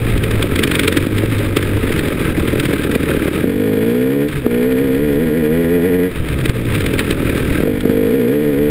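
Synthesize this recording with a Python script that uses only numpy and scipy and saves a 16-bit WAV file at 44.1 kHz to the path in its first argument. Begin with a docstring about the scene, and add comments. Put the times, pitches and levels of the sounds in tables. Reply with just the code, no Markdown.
"""Wind buffeting and the hum and clatter of a coasting two-stroke dirt bike, heard from a cased camera
on the rider. The slack chain slaps over braking bumps and unburnt mixture pops in the pipe. The bike
pulls through two gears, coasts with a few thuds and pulls again: one pressure pulse per revolution
drives the resonances of airbox, exhaust and steel expansion chamber. The camera holds each sample at
12 kHz, and the spectral images this makes are heard as a thin treble fizz."""
import sys
import numpy as np
from scipy import signal
from scipy.fft import rfft, irfft
from scipy.io import wavfile
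from scipy.ndimage import uniform_filter1d

SR = 44100
rng = np.random.default_rng(int(sys.argv[2]) if len(sys.argv) > 2 else 0)


def bounce(signal):
    """Save signal as a 16-bit WAV file at the path given by the first command-line argument."""
    frames = np.transpose(np.atleast_2d(signal))
    limited = np.clip(frames, -1, 1)
    pcm = np.round(limited * 32767).astype(np.int16)
    wavfile.write(sys.argv[1], SR, pcm)


N = 383669
T = np.arange(N) / SR

# Levels in the tables are relative; a spectrum gives only the shape of a filter.
# trend of the engine speed, climbing in each pull: t/s, speed/(rev/s)
SPEED_TREND = [(0, 57), (.33, 55), (.6, 43.5), (.95, 46), (1.28, 54), (1.6, 48), (1.8, 50), (2.08, 41.5),
               (3.28, 35.5), (3.45, 45.8), (3.77, 54), (4.31, 75.1), (4.48, 58.9), (4.95, 65.1),
               (5.5, 75.2), (6.11, 89.1), (6.45, 61), (6.69, 57), (6.84, 46), (7.2, 39), (7.6, 40),
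               (7.645, 50), (8.04, 50.9), (8.25, 57.4), (8.34, 73.5), (8.7, 74.1)]
# the rear wheel spins up over a bump, or bites: t/s, added speed/(rev/s), half length/s
WHEEL_FLARES = [(3.657, 2.5, .053), (3.755, -2, .055), (4.139, 2.1, .028), (4.687, 3.2, .055),
                (4.824, 5.8, .046), (5.034, 8.2, .071), (5.229, 13.3, .055), (5.372, 11.8, .04),
                (5.581, 7.6, .081), (5.731, 8.2, .047), (5.867, 10.8, .038), (5.956, 6.3, .029),
                (6.046, 5.3, .026), (8.156, 13.3, .055), (8.416, 3.1, .017), (8.548, -5.5, .037)]
# the coasting hum swells as it passes through the airbox resonance: f/Hz, level/dB
HUM_RESPONSE = [(72, -28), (87, -29), (99, -20.5), (110, -20), (122, -21.5), (140, -18.5), (172, -43)]
# pipe resonances rung by stray firings: f/Hz, bandwidth/Hz, level/dB
PIPE_MODES = [(129, 51, -0.5), (289, 73.4, 6), (476, 200, -7)]
# rumble of frame and tyres: f/Hz, level/dB
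RUMBLE_SPECTRUM = [(76, -22), (130, 1), (210, -4), (304, -1), (364, -8.5), (446, -2), (483, -10),
                   (539, -7.5), (709, -29.5), (850, -24.5), (1100, -50), (1870, -120)]
# resonances of cylinder and engine cases: f/Hz, bandwidth/Hz, level/dB
CASE_MODES = [(1328, 67, -2), (1584, 53, 4.5), (2110, 490, -8.5)]
# clatter of chain and frame: f/Hz, level/dB
CLATTER_SPECTRUM = [(410, -24), (700, -27.5), (884, -7), (1160, -4), (1270, 1.5), (1450, -5), (1570, 0.5),
                    (1700, -1.5), (2510, -0.5), (2770, -7), (3730, -7.5), (4340, -19.5), (4880, -17.5),
                    (6000, -29), (7800, -47), (13200, -120)]
# strength of the wind on the camera case: t/s, level/dB
WIND_LEVELS = [(0, -14), (.58, -21.5), (.85, -31), (1.15, -24.5), (2.25, -21.5), (2.8, -26.5),
               (3.15, -29.5), (4.22, -39), (4.36, -25.5), (4.6, -33), (5.1, -25.5), (6.0, -32.5),
               (6.24, -20.5), (7.15, -23), (7.53, -23), (7.72, -25), (8.03, -27), (8.25, -39), (8.7, -23)]
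# wind buffeting: f/Hz, level/dB
BUFFET_SPECTRUM = [(12, 3), (25, -11), (50, -2), (90, -5.5), (160, -10), (300, -26.5), (700, -28)]
# hard chain slaps: t/s, level/dB
HARD_SLAPS = [(0.236, -7.5), (0.3092, -7.5), (0.424, -5), (0.5568, -6), (0.589, -4.5), (0.634, 1),
              (0.6727, -9), (0.712, -8), (0.751, -3.5), (0.793, -1.5), (0.832, -8), (0.8776, 1),
              (0.9233, -6), (0.9694, -1.5), (1.181, -9.5), (1.5665, -1.5), (1.6253, -11), (1.922, -9.5),
              (1.9905, -9), (2.478, -14), (2.597, -5.5), (2.653, -9.5), (2.733, -15), (2.913, -13),
              (2.9505, -7.5), (6.4557, -8), (6.4935, -7.5), (6.7488, -10.5), (6.805, -11.5), (6.861, -8),
              (6.936, -11), (6.9908, -2), (7.1062, -5), (7.8052, -14)]
# ring of a chain slap: f/Hz, level/dB
SLAP_SPECTRUM = [(200, 6), (450, 13), (750, -15.5), (1300, 1.5), (1700, 3.5), (2500, 4), (2800, -1.5),
                 (3500, 2.5), (4300, -9), (5000, -11.5), (6000, -19.5)]
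# stray firings banging in the pipe: t/s, level/dB
STRAY_FIRINGS = [(0.44, -5), (0.637, -10), (0.796, -7), (0.968, -7), (1.066, 1.5), (1.234, -2), (1.566, -3),
                 (1.904, -2.5), (2.384, -6), (2.556, -2), (2.707, -6), (2.732, -1.5), (2.892, -7),
                 (2.958, 2), (3.095, -4), (3.146, -5), (3.254, -7), (3.28, 1), (3.374, -4.5), (3.44, 0),
                 (4.4625, 2), (7.602, -3), (7.633, 2.5), (7.674, -1), (7.852, 1), (7.895, 2)]
# brief dips in level, mostly after a bang (a negative depth is a lift): t/s, depth/dB
LEVEL_DIPS = [(.48, 2.5), (1.073, 7.5), (1.59, 2), (2.79, 5), (2.975, 6.5), (3.3, 8), (4.484, 7.5),
              (6.11, -2.5), (6.517, 8.5), (6.615, 3), (7.03, 6), (7.155, 5.5), (7.648, 2.5)]
# spans of open throttle: start t/s, end t/s, honk level/dB, rasp level/dB
PULL_SPANS = [(3.449, 4.305, -18, -29.5), (4.451, 6.11, -17, -28.5), (7.638, 8.75, -15, -29.5)]
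# the rider's hand during the pulls: t/s, throttle opening (0-1)
THROTTLE_OPENING = [(3.45, 0.27), (3.55, 0.3), (3.85, 0.8), (4.05, 0.51), (4.3, 0.34), (4.48, 0.8),
                    (5.0, 0.39), (5.24, 0.5), (5.3, 0.32), (5.36, 0.54), (5.88, 0.89), (6.1, 0.65),
                    (7.645, 0.32), (7.82, 0.13), (7.93, 0.48), (8.25, 0.53), (8.4, 0.33), (8.7, 0.42)]
# low resonances of the airbox: f/Hz, level/dB
AIRBOX_SPECTRUM = [(55, -35), (80, -14.5), (100, -9.5), (150, -9), (175, -6), (205, -7.5), (245, 3),
                   (300, -2.5), (321, -11.5), (340, -5.5), (365, -11.5), (400, -19), (520, -17)]
# higher resonance of the exhaust: f/Hz, level/dB
EXHAUST_SPECTRUM = [(330, -29), (390, -14), (430, 8.5), (465, 10), (505, 3.5), (540, -15), (620, -16),
                    (700, -33), (850, -29.5), (1100, -41)]
# wall resonances of the steel expansion chamber: f/Hz, bandwidth/Hz, level/dB
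STEEL_MODES = [(1660, 34, -4.5), (1965, 112, 3), (2288, 296, -4)]
# metallic rasp of the firings: f/Hz, level/dB
RASP_SPECTRUM = [(440, -34), (750, -16), (797, -7), (949, -7), (1090, -7.5), (1440, -4.5), (1990, -2.5),
                 (2190, 0), (2450, -3), (2720, -11), (3410, -7.5), (3720, -13.5), (5040, -22), (6000, -30),
                 (7800, -77), (13200, -120)]
# the suspension takes a hole: t/s, level/dB
LANDINGS = [(6.204, -3.5), (6.498, 1.5), (7.296, -11), (7.515, -7)]

PULL_REVS, COAST_REVS, IDLE_REVS = 65, 45, 38  # reference speeds in rev/s


def from_db(db):
    """Amplitude ratio of a level."""
    return 10 ** (np.asarray(db) / 20)


def rms_one(x):
    """Normalisation to unit rms."""
    return x / np.sqrt(np.mean(x ** 2) + 1e-20)


def evened(x, window_s):
    """Normalisation to unit rms over a sliding window."""
    return x / np.sqrt(np.abs(uniform_filter1d(x * x, int(window_s * SR))) + 1e-12)


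def in_time(rows):
    """Linear interpolation of each column at every sample."""
    s, *columns = np.transpose(rows)
    return [np.interp(T, s, c) for c in columns]


def drift(rate_hz):
    """Low-passed noise: a slow random fluctuation of unit rms."""
    step = 40  # samples per noise value
    r = np.exp(-2 * np.pi * rate_hz * step / SR)
    slow = signal.lfilter([1], [1, -2 * r, r * r], rng.standard_normal(N // step + 2002))[2000:]
    return np.interp(np.arange(N) / step, np.arange(len(slow)), rms_one(slow))


def coloured(x, spectrum, size=8192):
    """Minimum-phase filter of unit energy: follows a spectrum, falling 30 dB/octave past its ends."""
    hz, db = np.transpose(spectrum)
    octave, known = np.log2(np.arange(size // 2 + 1) * SR / size + 1), np.log2(hz)
    gain_db = np.interp(octave, known, db) - 30 * np.abs(octave - np.clip(octave, known[0], known[-1]))
    cepstrum = irfft(np.log(from_db(gain_db) + 1e-5))
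    response = irfft(np.exp(rfft(2 * cepstrum[:size // 2], size)))
    return signal.oaconvolve(x, response / np.linalg.norm(response))[:N]


def resonate(x, modes, damping):
    """Modal superposition: parallel resonators of alternating sign; damping scales their bandwidths."""
    out = 0
    for k, (hz, width, db) in enumerate(modes):
        r = np.exp(-np.pi * width * damping / SR)
        poles = [1, -2 * r * np.cos(2 * np.pi * hz / SR), r * r]
        out = out + (-1) ** k * from_db(db) * signal.lfilter([1 - r, 0, r - 1], poles, x)
    return out


def engine_speed():
    """The firing frequency in rev/s: a trend with a Gaussian flare at each bump."""
    trend, = in_time(SPEED_TREND)
    return trend + sum(extra * np.exp(-((T - s) / half_s) ** 2) for s, extra, half_s in WHEEL_FLARES)


def firings(turns, spread_db, jitter_s):
    """A pulse train, one per revolution; uneven strength and timing put noise between its harmonics."""
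    at = np.flatnonzero(np.diff(np.floor(turns)) > 0)
    strength, delay = np.clip(rng.standard_normal((len(at), 2)), -2, 2).T
    jittered = np.clip(at + (delay * jitter_s[at] * SR).astype(int), 0, N - 1)
    pulses = np.full(N, 1e-18)
    pulses[jittered] = from_db(strength * spread_db[at])
    return pulses


def once_a_turn(turns, depth_db):
    """Amplitude modulation at the rotation frequency, of unit rms."""
    return rms_one(from_db(depth_db * np.cos(2 * np.pi * turns)))


def chamber(x, return_s, share):
    """Reflection in the expansion chamber smears each pulse without colouring it (an allpass)."""
    lag = int(return_s * SR)
    taps = np.zeros(lag + 1)
    taps[[0, lag]] = 1, share
    return signal.lfilter(taps[::-1], taps, x)


def pipe(x, muffler_hz, damping):
    """Pressure pulses excite the modes of the pipe; the silencer acts as a low-pass filter."""
    muffler = signal.butter(4, muffler_hz, fs=SR, output="sos")
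    return signal.sosfilt(muffler, resonate(x, PIPE_MODES, damping))


def mechanical_clatter(speed, turns, shake, links_per_s=2500):
    """Impact noise: links strike sprockets and guides, and at low revs piston knock rings the cases."""
    links = (rng.random(N) < links_per_s / SR) * rng.standard_normal(N)
    contacts = rms_one(links) + 1.01 * rng.standard_normal(N)
    contacts *= from_db(2.16 * shake) * once_a_turn(turns, depth_db=2)
    knocks = rng.standard_normal(N) * once_a_turn(turns, depth_db=30)
    piston = .64 * (IDLE_REVS / speed) ** 4 * rms_one(resonate(knocks, CASE_MODES, damping=.96))
    return evened(rms_one(coloured(contacts, CLATTER_SPECTRUM)) + piston, window_s=.45)


def coasting(speed):
    """Unloaded, the engine hums at its second harmonic; weak firings ring the pipe, the frame rattles."""
    turns = np.cumsum(speed * (1 + .02 * drift(20))) / SR  # the revs stumble from turn to turn
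    hum = np.sqrt(2) * (np.sin(4 * np.pi * turns) + .17 * np.sin(2 * np.pi * turns))
    hum *= from_db(np.interp(2 * speed, *np.transpose(HUM_RESPONSE)) + 2 * drift(22))
    pulses = firings(turns, spread_db=np.full(N, 2.6), jitter_s=np.full(N, .00025))
    gas = chamber(pulses, return_s=.00404, share=.28)
    burble = evened(pipe(gas, muffler_hz=750, damping=1.28), window_s=.079)
    shake = drift(18.2)  # the jolting of the frame drives both rumble and clatter
    jolts = rng.standard_normal(N) * from_db(3.3 * shake)
    rumble = evened(coloured(jolts, RUMBLE_SPECTRUM), window_s=.062)
    faster = speed - COAST_REVS
    return (hum + from_db(-17 - .1933 * faster) * (.56 * burble + .72 * rumble)
            + from_db(-27 - .13 * faster) * mechanical_clatter(speed, turns, shake))


def wind(pickup_db=-.5):
    """Turbulent pressure on the camera case gives a lumpy, low buffeting."""
    wind_db, = in_time(WIND_LEVELS)
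    buffet = coloured(rng.standard_normal(N), BUFFET_SPECTRUM) * from_db(1.4 * drift(9.7))
    return from_db(wind_db + pickup_db) * rms_one(buffet)


def chain_slaps(load, taps_per_s=5, rise_s=.0034, decay_s=.0042, lag_s=.003, crack_s=.0009):
    """A distributed impact: the chain lands link by link, a swell of contacts topped by a crack."""
    slack = rng.random(N) < (1 - load) * taps_per_s / SR  # lighter taps while coasting
    tap_db = -16.5 + 3 * rng.uniform(-1, 1, N)
    swell, crack = np.zeros((2, N))
    for s, db in HARD_SLAPS + list(zip(T[slack], tap_db[slack])):
        near = slice(max(int((s - .03) * SR), 0), int((s + .08) * SR))
        age = T[near] - s - lag_s
        swell[near] += from_db(db) * np.exp(np.minimum(age / rise_s, -age / decay_s))
        crack[near] += from_db(db) * (age > 0) * np.exp(-np.abs(age) / crack_s)
    treble = signal.butter(2, 2600, "high", fs=SR, output="sos")
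    bright = signal.sosfilt(treble, crack * rng.standard_normal(N))
    return from_db(-5) * coloured(swell * rng.standard_normal(N) + bright, SLAP_SPECTRUM)


def pops(lag_s=.00138):
    """Unburnt mixture bangs in the damped pipe; nonlinear steepening adds a crack to the hardest."""
    pulses = np.full(N, 1e-18)
    for s, db in STRAY_FIRINGS:
        pulses[int((s + lag_s) * SR)] = from_db(db)
    bangs = pipe(pulses, muffler_hz=804, damping=2.27)
    crack = signal.sosfilt(signal.butter(2, [500, 1700], "band", fs=SR, output="sos"), pulses ** 3)
    return from_db(-1) * pulses.max() * (bangs / np.abs(bangs).max() + .23 * crack / np.abs(crack).max())


def dips(onset_s=.012, recovery_s=.021):
    """Gain modulation: the level departs and recovers exponentially around each dip."""
    depths = (db * np.exp(np.minimum((T - s) / onset_s, (s - T) / recovery_s)) for s, db in LEVEL_DIPS)
    return from_db(-sum(depths))


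def under_load(pickup_s=.016, shut_s=.048):
    """A trapezoidal envelope: 1 while the engine pulls, 0 while it coasts."""
    return sum(np.clip(np.minimum((T - start) / pickup_s + .5, (end - T) / shut_s), 0, 1)
               for start, end, *_ in PULL_SPANS)


def exhaust_bark(exhaust):
    """The upper harmonics of the exhaust pulses, smeared by a further reflection."""
    upper = signal.butter(4, 560, "high", fs=SR, output="sos")
    reflected = chamber(exhaust, return_s=.00298, share=.58)
    return evened(signal.sosfiltfilt(upper, reflected), window_s=.051)


def steel_rasp(pulses, speed, turns, decay_s=.008):
    """Forced vibration: each firing shakes the steel chamber alike, and its modes sing at high revs."""
    age = T[:SR // 25]
    shell = signal.oaconvolve(pulses, rng.standard_normal(len(age)) * np.exp(-age / decay_s))[:N]
    hiss = rng.standard_normal(N) * once_a_turn(turns, depth_db=-2.5)
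    sing = .48 * (speed / PULL_REVS) ** 3 * evened(resonate(shell, STEEL_MODES, damping=1), window_s=.1)
    rasp = rms_one(coloured(rms_one(shell) + .9 * rms_one(hiss), RASP_SPECTRUM))
    return evened((rasp + sing) * from_db(1.6 * drift(35)), window_s=.12)


def pulling(speed, tyres_db=-31.5):
    """Source and filter: a firing every turn drives airbox, exhaust and steel, over the tyre rumble."""
    throttle = np.clip(in_time(THROTTLE_OPENING)[0], .02, 1)
    honk_db, rasp_db = in_time([(s, *levels) for start, end, *levels in PULL_SPANS for s in (start, end)])
    power = np.tanh(throttle / .22)  # saturates at a small opening
    turns = np.cumsum(speed) / SR
    easing = np.clip(-np.gradient(speed) * SR / 400, 0, .5)
    # firing is ragged when the revs drop, at low revs and on a small throttle
    ragged = np.maximum(easing, 1 / (1 + (speed / 50) ** 16)) + 2 * (1 - power) ** 2
    spread_db, jitter_s = .6 + 2 * ragged, .00003 + .00028 * ragged
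    pulses = firings(turns, spread_db, jitter_s)
    gulps = firings(turns + .5, spread_db, jitter_s)  # air drawn half a turn later favours even orders
    gas = chamber(pulses, return_s=.0041, share=.55) + .0035 * rng.standard_normal(N)
    intake = chamber(gulps, return_s=.0041, share=.55)
    boom = evened(coloured(gas + .2 * intake, AIRBOX_SPECTRUM), window_s=.156)
    exhaust = coloured(gas, EXHAUST_SPECTRUM)
    honk = evened(exhaust, window_s=.25)
    rasp = steel_rasp(pulses, speed, turns)
    tyres = from_db(tyres_db) * rms_one(coloured(rng.standard_normal(N), RUMBLE_SPECTRUM))
    faster, closed = speed - PULL_REVS, 1 - throttle
    return (power * from_db(-15.5 + .0133 * faster) * boom
            + power ** 3 * from_db(honk_db - 5 * easing) * honk
            + from_db(-18 - 37 * closed) * exhaust_bark(exhaust)  # a wide throttle sharpens the pulses
            + from_db(rasp_db - .0086 * faster - 4 * closed) * rasp + tyres)


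def thuds(half_s=.0019):
    """Each hard landing gives the camera one soft push, a Gaussian pulse with only low frequencies."""
    return -sum(from_db(db) * np.exp(-((T - s) / half_s) ** 2) for s, db in LANDINGS)


def scene():
    """Superposition of the sources; the load crossfades pulling and coasting at one shared speed."""
    speed, load = engine_speed(), under_load()
    engine = load * pulling(speed) + (1 - load) * coasting(speed)
    return (dips() * (engine + chain_slaps(load) + pops() + thuds() + wind()))[None]


def record(dry, cutoff_hz=15600):
    """A zero-order hold at 12 kHz mirrors the spectrum about that rate; peaks clip, the top is cut."""
    coarse = np.clip(signal.resample_poly(dry, 40, 147, axis=1), -1, 1)
    held = signal.resample_poly(np.repeat(coarse, 4, axis=1), 147, 160, axis=1)[:, :N]
    return signal.sosfilt(signal.ellip(10, .2, 80, cutoff_hz, fs=SR, output="sos"), held)


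dry = scene()
out = record(dry)
bounce(out)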